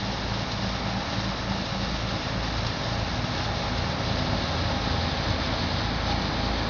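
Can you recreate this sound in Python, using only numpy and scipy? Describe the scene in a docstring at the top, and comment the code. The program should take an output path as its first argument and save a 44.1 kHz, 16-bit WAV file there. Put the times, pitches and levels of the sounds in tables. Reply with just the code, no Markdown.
"""On a river, one small microphone, close to a pusher tug sliding past from wheelhouse to stern.
From the start two six-cylinder diesels beat, a little apart in speed; the deckhouse drones, the engine
room clatters through its open door, gears whine, a generator hums and foam hisses. Short ticks of hiss
come from 0.5 s, dull accents in the clatter from 1.1 s, hard firings thump from 2.4 s. Near 4.4 s the
exhaust comes abeam and the fuller propeller wash takes over; the drone swells last, at 6.5 s."""
import sys
import numpy as np
from scipy import signal
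from scipy.fft import rfft, irfft, next_fast_len
from scipy.io import wavfile

SR = 44100
rng = np.random.default_rng(int(sys.argv[2]) if len(sys.argv) > 2 else 0)


def generate_wav(signal):
    """Clip the signal to [-1, 1] and save it as 16-bit WAV at the path in sys.argv[1]."""
    frames = np.transpose(np.atleast_2d(signal))
    scaled = np.clip(frames, -1, 1) * 32767
    pcm = np.round(scaled).astype(np.int16)
    wavfile.write(sys.argv[1], SR, pcm)


N = 295029
T = np.arange(N) / SR
NEAR_CYCLE_HZ, FAR_CYCLE_HZ = 9.209, 9.498  # four-stroke cycle rates of the two engines
# fizzy water along the bow: (frequency [Hz], relative level [dB])
BOW_WATER = [(600, -16.5), (2350, -14.5), (2800, 1), (3050, -4), (3650, 2.5), (4100, 2.5), (4400, -0.5),
             (4900, 0), (5650, -3), (5900, -10), (6400, -10.5), (7100, -35.5)]


def from_db(db):
    """Decibels to gain."""
    return 10 ** (np.asarray(db) / 20)


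def rms_one(x):
    """Scale to unit power."""
    return x / np.sqrt(np.mean(x ** 2) + 1e-20)


def drift(rate):
    """A smooth random wander of unit power that turns about rate times a second."""
    step, settle = 40, 2000
    pole = np.exp(-2 * np.pi * rate * step / SR)
    noise = rng.standard_normal(N // step + settle + 2)
    slow = signal.lfilter([1], [1, -2 * pole, pole * pole], noise)[settle:]
    return np.interp(np.arange(N) / step, np.arange(len(slow)), rms_one(slow))


def coloured(x, spectrum):
    """Shape a sound by rows of (frequency [Hz], relative level [dB]); unit power."""
    size = next_fast_len(N)
    hz, db = np.transpose(spectrum)
    bins = np.maximum(np.fft.rfftfreq(size, 1 / SR), 1)
    gain = from_db(np.interp(np.log(bins), np.log(hz), db, left=-90, right=-90))
    return rms_one(irfft(rfft(x, size) * gain, size)[:N])


def resonance(hz, width_hz):
    """Noise ringing in one band with steep skirts; unit power."""
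    b, a = signal.iirpeak(hz, hz / (1.23 * width_hz), fs=SR)
    return rms_one(signal.lfilter(b, a, signal.lfilter(b, a, rng.standard_normal(N))))


def swell(at_s, half_s, lift_db, base_db=0):
    """A bell-shaped rise and fall in dB, as when a source slides past the microphone."""
    return base_db + lift_db * np.exp(-((T - at_s) / half_s) ** 2)


def bursts(events, attack_s, decay_s):
    """Envelope of (time [s], level [dB]) events that rise quickly and die away."""
    envelope = np.zeros(N)
    for at_s, db in events:
        age = np.maximum(T - at_s, 0)
        envelope += from_db(db) * (1 - np.exp(-age / attack_s)) * np.exp(-np.minimum(age / decay_s, 20))
    return envelope


def crank(cycle_hz, strongest_s):
    """Engine cycles counted from a firing of the strongest cylinder; the pitch sinks with the pass."""
    doppler = 1 - .001 * (T - 3.7)  # the engines are abeam at 3.7 s
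    governor_hunt = 1 + .0001 * drift(.98)
    cycles = np.cumsum(cycle_hz * doppler * governor_hunt) / SR
    return cycles - np.interp(strongest_s, T, cycles)


def firings(cycles, decay, uneven_db, chug_db):
    """A dying pulse for each firing; the six cylinders differ, and the strongest chugs once a cycle."""
    cylinder_db = uneven_db * rms_one(rng.standard_normal(6))
    cylinder_db += chug_db * np.cos(2 * np.pi * np.arange(6) / 6)
    stroke = cycles * 6 + decay / 2
    cylinder = np.floor(stroke).astype(int) % 6
    return rms_one(from_db(cylinder_db)[cylinder] * np.exp(-(stroke % 1) / decay))


def pulsed_noise(engines, depth, decay, uneven_db, chug_db, repeat, slip_s=.00013):
    """Noise pulsing with both engines' firings; valves and gears repeat a share of it every cycle."""
    near, far = (firings(cycles, decay, uneven_db, chug_db) for cycles in engines)
    power = (2 * near ** 2 + far ** 2) / 3
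    angle = np.linspace(0, 1, round(SR / FAR_CYCLE_HZ / 2))
    rattle = np.zeros(N)
    for cycles in engines:
        position = (cycles + slip_s * NEAR_CYCLE_HZ * drift(2.8)) % 1
        rattle += np.interp(position, angle, rng.standard_normal(len(angle)))
    fresh = np.interp(np.arange(N) / 2, np.arange(N), rng.standard_normal(N))
    noise = np.sqrt(1 - repeat) * rms_one(fresh) + np.sqrt(repeat) * rms_one(rattle)
    return noise * np.sqrt(1 - depth + depth * power)


def exhaust_notes(engines, nearness):
    """The two exhausts beat at each order; reflections off hull and water lift single notes."""
    # exhaust tones: (order [x cycle rate], near engine base level [dB], far engine base level [dB])
    tones = [(3, -54, -70), (6, -37.6, -46), (8, -56, -60), (9, -42, -42.3), (10, -52, -58),
             (11, -48.7, -49), (12, -39.3, -41.7), (13, -55, -58.5), (14, -48, -65), (15, -48, -54.5),
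             (16, -61, -56), (17, -53, -57.5), (18, -49, -52.5), (20, -55, -43.6), (21, -43.1, -66),
             (22, -50, -68), (23, -53, -68), (26, -56, -62), (27, -48.3, -59)]
    # reflections sweeping over the microphone: (time [s], half length [s], lift [dB])
    lobes = [(2.6, 1.1, 1.5), (6.4, .85, 5), (5.03, 2.0, 13), (0.46, .5, 1), (3.2, 1.2, 2.5),
             (0.72, .95, 7), (1.65, 0.48, 7), (6.25, .55, 4.5), (6.3, .6, 6.5), (2.6, 0.35, 6),
             (4.27, .25, 9.5), (5.6, 1.5, 7)]
    # what each reflection lifts: (one or more orders [x cycle rate])
    lobe_orders = [(6,), (6,), (9,), (12,), (12,), (20, 21), (20, 21), (20, 21), (18,), (27,), (27,), (27,)]
    firing_lead = .16 * (FAR_CYCLE_HZ - NEAR_CYCLE_HZ)  # order 6 beats 0.16 s ahead of its overtones
    notes = np.zeros(N)
    for order, *levels in tones:
        gain, start = nearness ** .4, .9 * rng.standard_normal()  # the pipe smears the phases
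        lifts = [swell(*lobe) for orders, lobe in zip(lobe_orders, lobes) if order in orders]
        if lifts:  # these strong orders crest together
            gain, start = rms_one(from_db(sum(lifts))), 0
        leads = (0, firing_lead if order == 6 else 0)
        for cycles, lead, db in zip(engines, leads, levels):
            phase = 2 * np.pi * order * (cycles + lead) + start + .17 * drift(8.2)
            notes += gain * from_db(db + drift(6.8)) * np.sqrt(2) * np.cos(phase)
    return notes


def exhaust_rumble(engines, nearness):
    """Each firing leaves the pipe as a rough, low puff."""
    # exhaust puffs: (frequency [Hz], relative level [dB])
    spectrum = [(12, -27), (30, -15.5), (48, -4), (70, 0), (100, -0.5), (140, -3.5), (185, -1.5),
                (230, -21), (330, -25.5), (600, -57.5)]
    puffs = pulsed_noise(engines, depth=.55, decay=.45, uneven_db=-.5, chug_db=2.5,
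                         repeat=.025, slip_s=.00015)
    gain = from_db(swell(at_s=4.4, half_s=1.5, lift_db=7, base_db=-41)) * nearness ** .5
    return gain * coloured(puffs, spectrum)


def deckhouse_drone(engines, nearness):
    """The steel deckhouse drones as the engines shake it."""
    # deckhouse steel: (frequency [Hz], relative level [dB])
    spectrum = [(130, -17.5), (205, -0.5), (248, 0), (275, -1), (305, 0), (345, -5), (430, -13), (600, -29)]
    shaking = pulsed_noise(engines, depth=.21, decay=.49, uneven_db=6, chug_db=2, repeat=.2)
    gain = from_db(swell(at_s=6.5, half_s=.64, lift_db=5.5, base_db=-39.5)) * nearness
    return gain * coloured(shaking, spectrum)


def cabin_ring():
    """The cabin rings out through the open door, the low note widely, the higher in narrow beams."""
    # cabin resonances: (frequency [Hz], width [Hz])
    modes = [(249, 8.5), (549.3, 9.8), (442, 280)]
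    # their beams at the microphone: (time abeam [s], half length [s], lift [dB], level from afar [dB])
    beams = [(4.84, 2.9, 7.5, -52.5), (4.4, 0.59, 9, -53.3), (4.05, 0.62, 9, -52.5)]
    return sum(from_db(swell(*beam)) * resonance(*mode) for beam, mode in zip(beams, modes))


def valve_clatter(engines):
    """Valves clatter with the firings, heard through the engine room door."""
    # engine room from outside: (frequency [Hz], relative level [dB])
    spectrum = [(300, -17), (440, -8), (550, -0.2), (660, -1.5), (740, -4), (850, -2.5), (1130, -5.5),
                (1310, -5), (1450, -8), (1780, -5), (2000, -10.5), (2200, -8), (2500, -12.5), (4500, -28.5)]
    # clatter at the microphone: (time [s], relative level [dB])
    levels = [(0, -38.5), (.55, -38), (1.1, -37.5), (1.6, -38.5), (2.5, -37.5), (3.0, -37.5), (4.55, -36.5),
              (4.75, -37), (5.5, -35.5), (5.8, -36.5), (6.65, -36)]
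    valves = pulsed_noise(engines, depth=.13, decay=.4, uneven_db=2, chug_db=-.5, repeat=.38)
    return from_db(3.5 + np.interp(T, *np.transpose(levels))) * coloured(valves, spectrum)


def whine(hz, shaft, wander, flutter_db):
    """Gear teeth mesh with backlash: the tone follows the shaft speed, flutters, comes and goes."""
    turns = np.cumsum(hz * (1 + wander * (shaft + drift(25)))) / SR
    flutter = np.tanh(drift(20)) + np.tanh(drift(1.6))
    return rms_one(from_db(flutter_db * flutter) * np.sin(2 * np.pi * turns))


def gears():
    """The gearbox whines, its case roars around the note, and lesser gears and pumps join in."""
    # the gearbox sings out or sinks away: (time [s], half length [s], lift [dB])
    swings = [(0.118, 0.15, 1.5), (0.95, 0.092, 6), (1.418, 0.18, -11.5), (2.72, .15, -7),
              (2.975, 0.093, 7), (3.6, 0.33, 6), (4.302, 0.18, 5), (4.726, 0.075, 9), (4.975, 0.17, 8.5),
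              (5.882, 0.047, 8.5), (6.115, 0.065, 11), (6.5, 0.2, 6.5)]
    # gear and pump whines, each beamed its own way:
    # (frequency [Hz], time loudest [s], half length [s], lift [dB], level from afar [dB])
    lesser_whines = [(402.6, 4.05, .3, 4.5, -54), (640, .6, .4, 8, -61.5), (886, 6.3, .7, 9.5, -56),
                     (1084, 4.6, 1.1, 9, -60.5), (1181, 3.7, 2, 1.5, -58), (1306, 3.3, 3.5, 5.5, -56)]
    pass_db = swell(at_s=3.5, half_s=5, lift_db=3, base_db=-50)
    swing_db = sum(swell(*swing) for swing in swings)
    shaft = drift(2.83)
    mesh = from_db(pass_db + swing_db) * whine(809.5, shaft, wander=.0026, flutter_db=1.5)
    case = from_db(pass_db + .75 * swing_db - 1.5) * resonance(hz=792, width_hz=220)
    lesser = sum(from_db(swell(*beam)) * whine(hz, shaft, wander=.002796, flutter_db=4)
                 for hz, *beam in lesser_whines)
    return mesh + case + lesser


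def generator(nearness, hz=150.1):
    """The generator hums on one note, wavering in level."""
    gain = nearness ** 2 * from_db(-47.5 + 2.7 * drift(3.5))
    return gain * np.sqrt(2) * np.sin(2 * np.pi * hz * T)


def wash(drops_per_s=1800, drop_share=.25):
    """Bursting foam hisses and droplets fall back in clumps; bow water gives way to propeller wash."""
    # fuller, churned water at the stern: (frequency [Hz], relative level [dB])
    stern_water = [(600, -15), (2200, -12), (2700, -8), (3100, -4), (3680, 1), (4250, 0.5), (4450, -1),
                   (5100, -3), (5500, -11.5), (5900, -11), (6450, -19), (7100, -54)]
    falls = rng.random(N) < drops_per_s * from_db(1.5 * drift(10)) / SR
    sizes = from_db(3 * np.minimum(rng.exponential(1, N), 4.5))
    drops = falls * sizes * rng.choice([-1, 1], N)
    pitches_hz = np.geomspace(2600, 6000, num=12)
    pitch_index = rng.integers(0, len(pitches_hz), N)
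    rings = sum(signal.lfilter(*signal.iirpeak(hz, 7, fs=SR), drops * (pitch_index == k) + 1e-18)
                for k, hz in enumerate(pitches_hz))
    foam = rng.standard_normal(N)
    stern = .5 + .5 * np.tanh(T - 4.3)  # the stern arrives at 4.3 s
    water = np.zeros(N)
    for blend, spectrum in ((1 - stern, BOW_WATER), (stern, stern_water)):
        water += blend * np.sqrt(1 - drop_share) * coloured(foam, spectrum)
        water += blend * np.sqrt(drop_share) * coloured(rings, spectrum)
    surge_db = .91 * drift(14)
    return water * from_db(swell(at_s=5.5, half_s=1.7, lift_db=2.5, base_db=-37.5) + surge_db)


def hiss_ticks():
    """Short bursts of high hiss: a faint tick at 1.0 s, the others wavelets breaking on the hull."""
    # bursts of hiss: (time [s], level [dB])
    ticks = [(.516, -31), (1.003, -35), (2.427, -34), (2.665, -29.5), (3.778, -34)]
    return bursts(ticks, attack_s=.00073, decay_s=.014) * coloured(rng.standard_normal(N), BOW_WATER)


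def clatter_accents():
    """Brief, dull mid-pitched accents stand out of the engine clatter."""
    # accents: (time [s], level [dB])
    accents = [(1.129, -32), (1.315, -34), (1.516, -28), (1.745, -32), (4.70, -30.5), (5.803, -29.5),
               (6.094, -30)]
    # tone of an accent: (frequency [Hz], relative level [dB])
    spectrum = [(350, -18), (680, -1), (1100, -7), (1700, -12), (3000, -36)]
    return bursts(accents, attack_s=.0016, decay_s=.018) * coloured(rng.standard_normal(N), spectrum)


def exhaust_thumps(band_hz=(85, 230)):
    """A cylinder fires hard: one push and pull of air from the exhaust pipe."""
    # hard firings: (time [s], peak level [dB])
    hard_firings = [(2.357, -23), (3.353, -21.5), (3.785, -29), (4.875, -23), (4.981, -28)]
    pipe = signal.butter(2, band_hz, "band", fs=SR, output="sos")
    puff = signal.sosfilt(pipe, signal.unit_impulse(SR // 10))
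    clicks = np.zeros(N)
    for at_s, db in hard_firings:
        clicks[int(at_s * SR)] += from_db(db)
    return signal.fftconvolve(clicks, puff / puff.max())[:N]


def scene():
    """Engines, machinery and water at one close microphone, the same in both channels."""
    engines = [crank(NEAR_CYCLE_HZ, strongest_s=3.79), crank(FAR_CYCLE_HZ, strongest_s=3.8255)]
    nearness = rms_one(from_db(swell(at_s=5, half_s=1, lift_db=2)))  # the engine room comes abeam
    exhaust = exhaust_notes(engines, nearness) + exhaust_rumble(engines, nearness)
    deckhouse = deckhouse_drone(engines, nearness) + cabin_ring()
    machinery = valve_clatter(engines) + gears() + generator(nearness)
    water = wash()
    brief_sounds = hiss_ticks() + clatter_accents() + exhaust_thumps()
    return np.tile(exhaust + deckhouse + machinery + water + brief_sounds, (2, 1))


def record(dry):
    """A narrow-band recorder cuts the top steeply above 7150 Hz."""
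    return signal.sosfilt(signal.ellip(10, .1, 80, 7150, fs=SR, output="sos"), dry)


dry = scene()
out = record(dry)
generate_wav(out)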